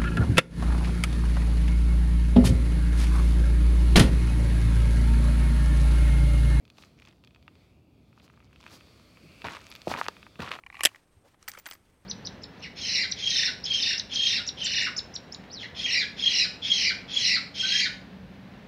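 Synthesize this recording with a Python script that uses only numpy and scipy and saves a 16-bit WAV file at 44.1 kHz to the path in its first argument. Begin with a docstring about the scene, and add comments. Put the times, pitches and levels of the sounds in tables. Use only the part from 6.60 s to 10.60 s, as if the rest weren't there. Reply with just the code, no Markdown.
"""Footsteps on dry gravel

Someone shifts their feet on dry gravel outdoors, then takes three crunching steps close by.
Damped rings make heel knocks and snapping pebbles; crowds of random stone contacts make crunch and grit.
A soft rustling hiss of filtered noise grows as the walker nears; a low distant rumble lies under it all."""
import sys
import numpy as np
from scipy import signal
from scipy.fft import rfft, irfft
from scipy.io import wavfile
from scipy.ndimage import uniform_filter1d

SR = 44100
rng = np.random.default_rng(int(sys.argv[2]) if len(sys.argv) > 2 else 0)


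def wav_out(sig):
    """Save sig, one row per channel (or a flat mono array), as 16-bit PCM at SR to the path in sys.argv[1]."""
    wavfile.write(sys.argv[1], SR, np.round(np.clip(np.atleast_2d(sig).T, -1, 1) * 32767).astype(np.int16))


N = 176400
TIME = np.arange(N) / SR
LEAD_S = 0.003   # a swell reaches its peak this long after its buffer starts


def from_db(db):
    """Amplitude factor of a level in dB."""
    return 10 ** (np.asarray(db) / 20)


def rms_one(x):
    """Scale a signal to rms 1."""
    return x / np.sqrt(np.mean(x ** 2) + 1e-20)


def add(out, s, sound):
    """Mix a sound in at a time in seconds."""
    i = int(np.clip(s * SR, 0, N - 1))
    out[i:i + len(sound)] += sound[:N - i]


def colour(x, spectrum, size=8192):
    """Minimum-phase filter with the shape of the given spectrum; the result has rms 1."""
    hz, db = np.transpose(spectrum)
    bin_hz = np.arange(size // 2 + 1) * SR / size
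    gain = from_db(np.interp(np.log(bin_hz + 1), np.log(hz), db))
    # folding the cepstrum onto positive times makes the response causal
    cepstrum = irfft(np.log(gain))[:size // 2]
    cepstrum[1:] *= 2
    response = irfft(np.exp(rfft(cepstrum, size)))
    # the end of the signal runs in ahead of its start, so the filter starts full
    filtered = signal.fftconvolve(np.r_[x[-size:], x], response)
    return rms_one(filtered[size:size + N])


def swell(peak_s, size=1300):
    """A short rounded rise, lasting peak_s, and decay; height 1, with its peak at LEAD_S."""
    t = np.maximum((np.arange(size) / SR - LEAD_S) / peak_s + 1, 0)
    return (t * np.exp(1 - t)) ** 2


def ring(hz, cycles, size=1300):
    """A heavily damped ring: a sine of random phase under a swell that rises for some cycles."""
    phase = 2 * np.pi * (np.arange(size) / SR * hz + rng.random())
    return swell(cycles / hz) * np.sin(phase)


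def press(start, length, attack, release):
    """Pressure of a foot: linear attack, hold to the given length, exponential release."""
    t = np.maximum(TIME - start, 0)
    return np.minimum(t / attack, 1) * np.exp(-np.maximum(t - length, 0) / release)


def grains(per_s, spread_db, cycles, share, own_db, count=30, size=1100):
    """Random contacts of uneven strength, each striking a share of damped modes; evened in level."""
    strength = from_db(spread_db * np.minimum(rng.exponential(1, N), 4))
    at = np.flatnonzero(rng.random(N) < per_s / SR)
    out = np.zeros(N)
    draws, signs = rng.random((2, count, 4000)), rng.choice([-1, 1], N)
    for k, hz in enumerate(np.geomspace(250, 15000, count)):
        # a mode falls by 60 dB within the given number of cycles
        radius = from_db(-60 * hz / (cycles * SR))
        angle = 2 * np.pi * hz / SR
        chance, tone = draws[:, k, at % draws.shape[-1]]
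        sign = np.roll(signs, k)[at]
        struck = np.zeros(N)
        # own_db is how far the modes of one contact may differ in level
        struck[at] = strength[at] * sign * (chance < share) * from_db(own_db * tone)
        numerator = [1 - radius, 0, radius - 1]
        denominator = [1, -2 * radius * np.cos(angle), radius * radius]
        out += signal.lfilter(numerator, denominator, struck + 1e-18)
    power = uniform_filter1d(uniform_filter1d(out ** 2, size), size)
    return out / np.sqrt(np.abs(power) + 1e-12)


def waver(per_s, size=200):
    """Slow chance between -1 and 1: random points joined by straight lines."""
    return np.interp(TIME * per_s + rng.random(), np.arange(size), rng.uniform(-1, 1, size))


def wandering_band(hz):
    """A narrow band of noise that swells, sinks and drifts in pitch, as noise on a moving carrier."""
    width_hz, changes_per_s = 490, 7
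    wander = 0.075   # largest drift, as a fraction of the pitch
    swell_db = 6   # largest swing up or down
    lowpass = signal.butter(2, width_hz / 2, fs=SR, output="sos")
    narrow = signal.sosfilt(lowpass, rng.standard_normal((2, N)))
    phase = 2 * np.pi * np.cumsum(hz * (1 + wander * waver(changes_per_s))) / SR
    band = narrow[0] * np.cos(phase) + narrow[1] * np.sin(phase)
    return from_db(swell_db * waver(changes_per_s)) * rms_one(band)


def background():
    """Distant rumble as low noise, and a soft rustling hiss of shifting colour."""
    # loudness curve of the hiss: t/s, level/dB
    hiss_level = [(0, -74.5), (.14, -69), (.27, -64), (.36, -69.5), (.5, -69), (.6, -73), (.88, -71),
                  (1.02, -67.5), (1.25, -76), (1.62, -69.5), (1.88, -72.5), (2.08, -60.5), (2.33, -60.5),
                  (2.6, -60.5), (2.8, -57), (3.3, -57), (3.58, -57.5), (3.73, -62.5), (4, -56.5)]
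    # broadband spectrum of the hiss: f/Hz, relative level per Hz/dB
    hiss_spectrum = [(200, 7), (650, 9), (850, -4), (1200, 6.5), (1750, -1.5), (2500, -1), (4600, -0.5),
                     (6500, -8), (9000, -11.5), (15000, -17.5)]
    # narrow bands that wander in the hiss: centre f/Hz, level against the broadband hiss/dB
    hiss_bands = [(2430, -6.5), (3400, -11.5), (4450, -12.5)]
    # spectrum of the distant rumble: f/Hz, relative level per Hz/dB
    rumble_spectrum = [(22, -65), (40, -16.5), (60, 2), (110, 0), (290, -5.5), (450, -15), (650, -18),
                       (1000, -26), (2000, -55.5), (15000, -46)]
    rumble_db = -59
    rustle = colour(rng.standard_normal(N), hiss_spectrum)
    rustle = rustle + sum(from_db(db) * wandering_band(hz) for hz, db in hiss_bands)
    hiss = from_db(np.interp(TIME, *np.transpose(hiss_level))) * rms_one(rustle)
    return hiss + from_db(rumble_db) * colour(rng.standard_normal(N), rumble_spectrum)


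def stone_response(db, size):
    """The snap itself, then ringing stone modes and rattling neighbours, relatively weaker for loud snaps."""
    # modes of the struck stones: f/Hz, gain over the snap/dB
    stone_modes = [(940, 4.5), (1250, 7), (2570, 9.5), (3450, 3), (4450, 5.5)]
    ring_spread = 0.027   # pitch spread between stones, as a fraction
    ring_s, rattle_s = 0.0035, 0.0038   # decay times
    rattle_db = -15
    full_db, loss = -40, 0.35   # above this snap level, dB lost per dB
    t = np.arange(size) / SR
    hits = rng.standard_normal(size) * (rng.random(size) < 0.08)
    rattle = from_db(rattle_db) * hits * np.exp(-t / rattle_s)
    modes = 0
    for mode_hz, mode_db in stone_modes:
        stone_hz = mode_hz * (1 + ring_spread * rng.standard_normal())
        modes = modes + from_db(mode_db) * np.cos(2 * np.pi * stone_hz * t)
    # the factor keeps the gain at resonance independent of ring time
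    ringing = modes * np.exp(-t / ring_s) * 2 / (ring_s * SR)
    response = from_db(-loss * max(db - full_db, 0)) * (rattle + ringing)
    response[0] = 1
    return response


def pebbles(size=1300):
    """Each pebble slips, then snaps with a crack that sets stones ringing and neighbours rattling."""
    # single pebbles snapping: t/s of the peak, level/dB, f/Hz
    snaps = [(.053, -43.5, 3155), (.079, -46, 2980), (0.1015, -36, 3250), (.1834, -36.5, 3170),
             (0.2247, -37, 3270), (0.2371, -37.5, 1955), (.4228, -41, 2050), (.452, -40.5, 2990),
             (0.474, -40.5, 2670), (0.49, -47, 2950), (0.639, -42.5, 2780), (.6479, -42, 3650),
             (0.6743, -41, 2700), (0.7085, -48.5, 2580), (0.7477, -44, 3020), (.7611, -45, 2160),
             (.827, -46.5, 2980), (0.88, -32, 1870), (.9546, -47.5, 2910), (1.529, -49, 1780),
             (1.5774, -45.5, 1370), (1.6025, -47, 1970), (1.7005, -44, 1570), (1.7388, -49, 1390),
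             (1.7754, -48.5, 1320), (1.8037, -45.5, 1760), (1.827, -51, 1740), (1.9296, -45.5, 2110),
             (1.9604, -42, 2450), (2.065, -29.5, 1780), (2.078, -39, 2600), (2.209, -40.5, 2220),
             (2.5723, -41, 1940), (2.8196, -28.5, 2540), (2.87, -23, 2100), (2.885, -19, 1635),
             (2.934, -36, 4060), (2.9614, -31, 2700), (2.968, -30.5, 1380), (3.1162, -27, 3535),
             (3.1248, -31.5, 3020), (3.153, -28, 3287), (3.1616, -30.5, 3680), (3.2181, -30.5, 3800),
             (3.28, -26.5, 2590), (3.316, -33, 2020), (3.3397, -15, 1595), (3.3635, -23, 1830),
             (3.4141, -10.5, 1210), (3.435, -35, 4600), (3.4584, -30, 1630), (3.4648, -21, 1780),
             (3.4840, -14.5, 3697), (3.4850, -15.5, 1260), (3.5676, -36, 1935), (3.6294, -33.5, 2170),
             (3.6668, -33.5, 1480), (3.757, -38.5, 2060), (3.8049, -25, 2660), (3.8733, -32, 2030),
             (3.877, -26, 1380), (3.9152, -20, 1270), (3.9172, -15, 2335), (3.9665, -40, 2020),
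             (3.9887, -28.5, 1400)]
    # tiny bright chips: t/s of the peak, level/dB, f/Hz
    chips = [(3.088, -56, 14500), (3.102, -44.5, 11400), (3.153, -46.5, 13200)]
    snap_cycles, chip_cycles = 0.43, 8   # rise times in cycles
    slip_s, slip_db = 0.00175, -25.5   # lead and level of the slip against the snap
    crack_s, crack_db = 0.00058, -26.5   # rise time and level of the crack against the snap
    crack_hz = 3000   # stones pitched below this crack more softly
    low_hz = 556   # a stone radiates little below this
    out = np.zeros(N)
    for s, db, hz in snaps:
        tone = ring(hz, snap_cycles)
        softness = min(hz / crack_hz, 1) ** 2
        crack = from_db(crack_db) * softness * rng.standard_normal(size) * swell(crack_s)
        snap = from_db(db) * (tone + crack)
        add(out, s - LEAD_S - slip_s, from_db(db + slip_db) * ring(hz, snap_cycles))
        add(out, s - LEAD_S, signal.fftconvolve(snap, stone_response(db, size)))
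    for s, db, hz in chips:
        add(out, s - LEAD_S, from_db(db) * ring(hz, chip_cycles))
    highpass = signal.butter(2, low_hz, "high", fs=SR, output="sos")
    return signal.sosfilt(highpass, out + 1e-18)


def shuffles():
    """Fine crackle under a lightly loaded foot, and separate ticks of the stones it loosens."""
    # light shuffles and stones settling: start t/s, level/dB, length/s
    moves = [(0.165, -66.5, 0.075), (0.373, -68.5, 0.16), (1.56, -74.5, 0.12), (1.684, -78, 0.77),
             (2, -68.5, 0.12), (2.974, -61.5, 0.16),]
    # spectrum of crackle and ticks: f/Hz, relative level per Hz/dB
    spectrum = [(150, -23.5), (500, -7), (1200, 0.5), (1800, -5), (2500, -0.5), (4500, -8), (6500, -12.5),
                (9000, -24.5), (15000, -31)]
    attack_s, crackle_release_s, tick_release_s = 0.0031, 0.0029, 0.019
    crackle_per_s, ticks_per_s = 650, 150
    tick_db = 5   # against the crackle

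    def load(release):
        """Summed foot pressure of all shuffles."""
        return sum(from_db(db) * press(s, length, attack_s, release) for s, db, length in moves)

    fine = grains(crackle_per_s, spread_db=5.0, cycles=25.0, share=0.25, own_db=32)
    sparse = grains(ticks_per_s, spread_db=5.0, cycles=5.4, share=0.33, own_db=27.0, size=3000)
    crackle = load(crackle_release_s) * colour(fine, spectrum)
    # the slower release lets ticks go on after the foot
    ticks = from_db(tick_db) * load(tick_release_s) * colour(sparse, spectrum)
    return crackle + ticks


def scuffs():
    """The sole slides and sprays grit: dense stone contacts under short bell-shaped swells."""
    # slides of the sole: t/s of the peak, level/dB, half width/s
    slides = [(.215, -62, .035), (1.646, -61.5, 0.012), (2.142, -52.5, 0.025), (3.107, -55, 0.0029),
              (3.309, -43, 0.025), (3.396, -44.5, 0.015), (3.824, -48, 0.0037)]
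    # spectrum laid over the grit contacts: f/Hz, relative level per Hz/dB
    grit_spectrum = [(1000, 13), (2500, 3.5), (4500, 13), (6000, 8), (8500, 0), (15000, -4)]
    slide = sum(from_db(db) * np.exp(-0.5 * ((TIME - s) / width) ** 2) for s, db, width in slides)
    grit = grains(7600, spread_db=-1.0, cycles=14.0, share=0.3, own_db=20)
    return slide * colour(grit, grit_spectrum)


def heels():
    """Weight lands as a dull thud of low noise; heel and sole knock on the stones as damped rings."""
    # weight landing on the ground: start t/s, level/dB
    treads = [(2.115, -55), (2.626, -49.5), (2.839, -44), (3.085, -59), (3.286, -41), (3.789, -40.5)]
    # spectrum of the ground under the weight: f/Hz, relative level per Hz/dB
    thud_spectrum = [(30, -60), (70, 2.5), (130, 6), (300, 0), (500, -13), (900, -64), (3000, -40)]
    # heel and sole knocks: t/s of the peak, level/dB, f/Hz
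    knocks = [(2.8500, -25, 880), (3.2731, -17, 613), (3.2812, -25.5, 570), (3.2955, -36, 684),
              (3.3160, -18.5, 756), (3.35, -23.5, 990), (3.3774, -28.5, 1020), (3.4860, -28.5, 433),
              (3.7973, -30.5, 467), (3.803, -36.5, 392), (3.830, -36.5, 378)]
    attack_s, hold_s, release_s = 0.011, 0.027, 0.038   # hold counts from the start of the attack
    knock_cycles = 0.78   # rise time in cycles
    weight = sum(from_db(db) * press(s, hold_s, attack_s, release_s) for s, db in treads)
    out = weight * colour(rng.standard_normal(N), thud_spectrum)
    for s, db, hz in knocks:
        add(out, s - LEAD_S, from_db(db) * ring(hz, knock_cycles))
    return out


def footsteps():
    """The sole crunches a crowd of stones as they give way in surges, each of its own brightness."""
    # gravel giving way: start t/s, length/s, level/dB, brightness tilt/dB per octave
    surges = [(2.841, 0.011, -34.5, 0), (2.855, 0.013, -37.5, 0.8), (2.871, 0.025, -49, 2.5),
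              (2.893, 0.047, -43, 2.5), (2.946, 0.023, -43, 1.5), (3.273, 0.0061, -29.5, -6.5),
              (3.296, 0.029, -37, 1), (3.331, 0.028, -39, -1.5), (3.369, 0.021, -38.5, -0.2),
              (3.386, 0.01, -42.5, -1.5), (3.423, 0.033, -45, 4.5), (3.789, 0.03, -41.5, 0),
              (3.818, 0.015, -38.5, 2.1), (3.840, .055, -41, 1), (3.905, 0.042, -41.5, 2.5),
              (3.948, 0.015, -43, 0)]
    # spectrum of the crunch before the tilt: f/Hz, relative level per Hz/dB
    crunch_spectrum = [(100, 4.5), (300, 1), (600, -2), (1150, 2), (1700, -3), (2500, -6), (3000, -8.5),
                       (4200, -13.5), (6000, -23.5), (8500, -32), (15000, -45)]
    attack_s, release_s = 0.0043, 0.0062
    stones = grains(2800, spread_db=3.0, cycles=10.4, share=0.17, own_db=12, size=700)
    out = 0
    for s, length, db, tilt in surges:
        tilted = [(hz, level + tilt * np.log2(hz)) for hz, level in crunch_spectrum]
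        pressure = from_db(db) * press(s, length, attack_s, release_s)
        out = out + pressure * colour(stones, tilted)
    return out


def outdoors(x, size=8000):
    """Scatter from the ground and bushes: a faint, short tail of decaying noise echoes."""
    echo_db, echo_s = -21.5, 0.033   # level against the direct sound, decay time
    scatter = rng.standard_normal(size) * np.exp(-np.arange(size) / SR / echo_s)
    scatter = scatter / np.sqrt(np.sum(scatter ** 2))
    return x + from_db(echo_db) * signal.fftconvolve(x, scatter)[:N]


def scene():
    """Feet on gravel in the open air, over the rustle and rumble."""
    feet = pebbles() + shuffles() + scuffs() + heels() + footsteps()
    return (background() + outdoors(feet))[None]


def record(dry):
    """The microphone drops the deepest bass; the top is cut steeply."""
    low_cut_hz, cutoff_hz = 41, 15900
    highpass = signal.butter(4, low_cut_hz, "high", fs=SR, output="sos")
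    lowpass = signal.ellip(10, 0.1, 70, cutoff_hz, fs=SR, output="sos")
    return signal.sosfilt(lowpass, signal.sosfilt(highpass, dry))


dry = scene()
out = record(dry)
wav_out(out)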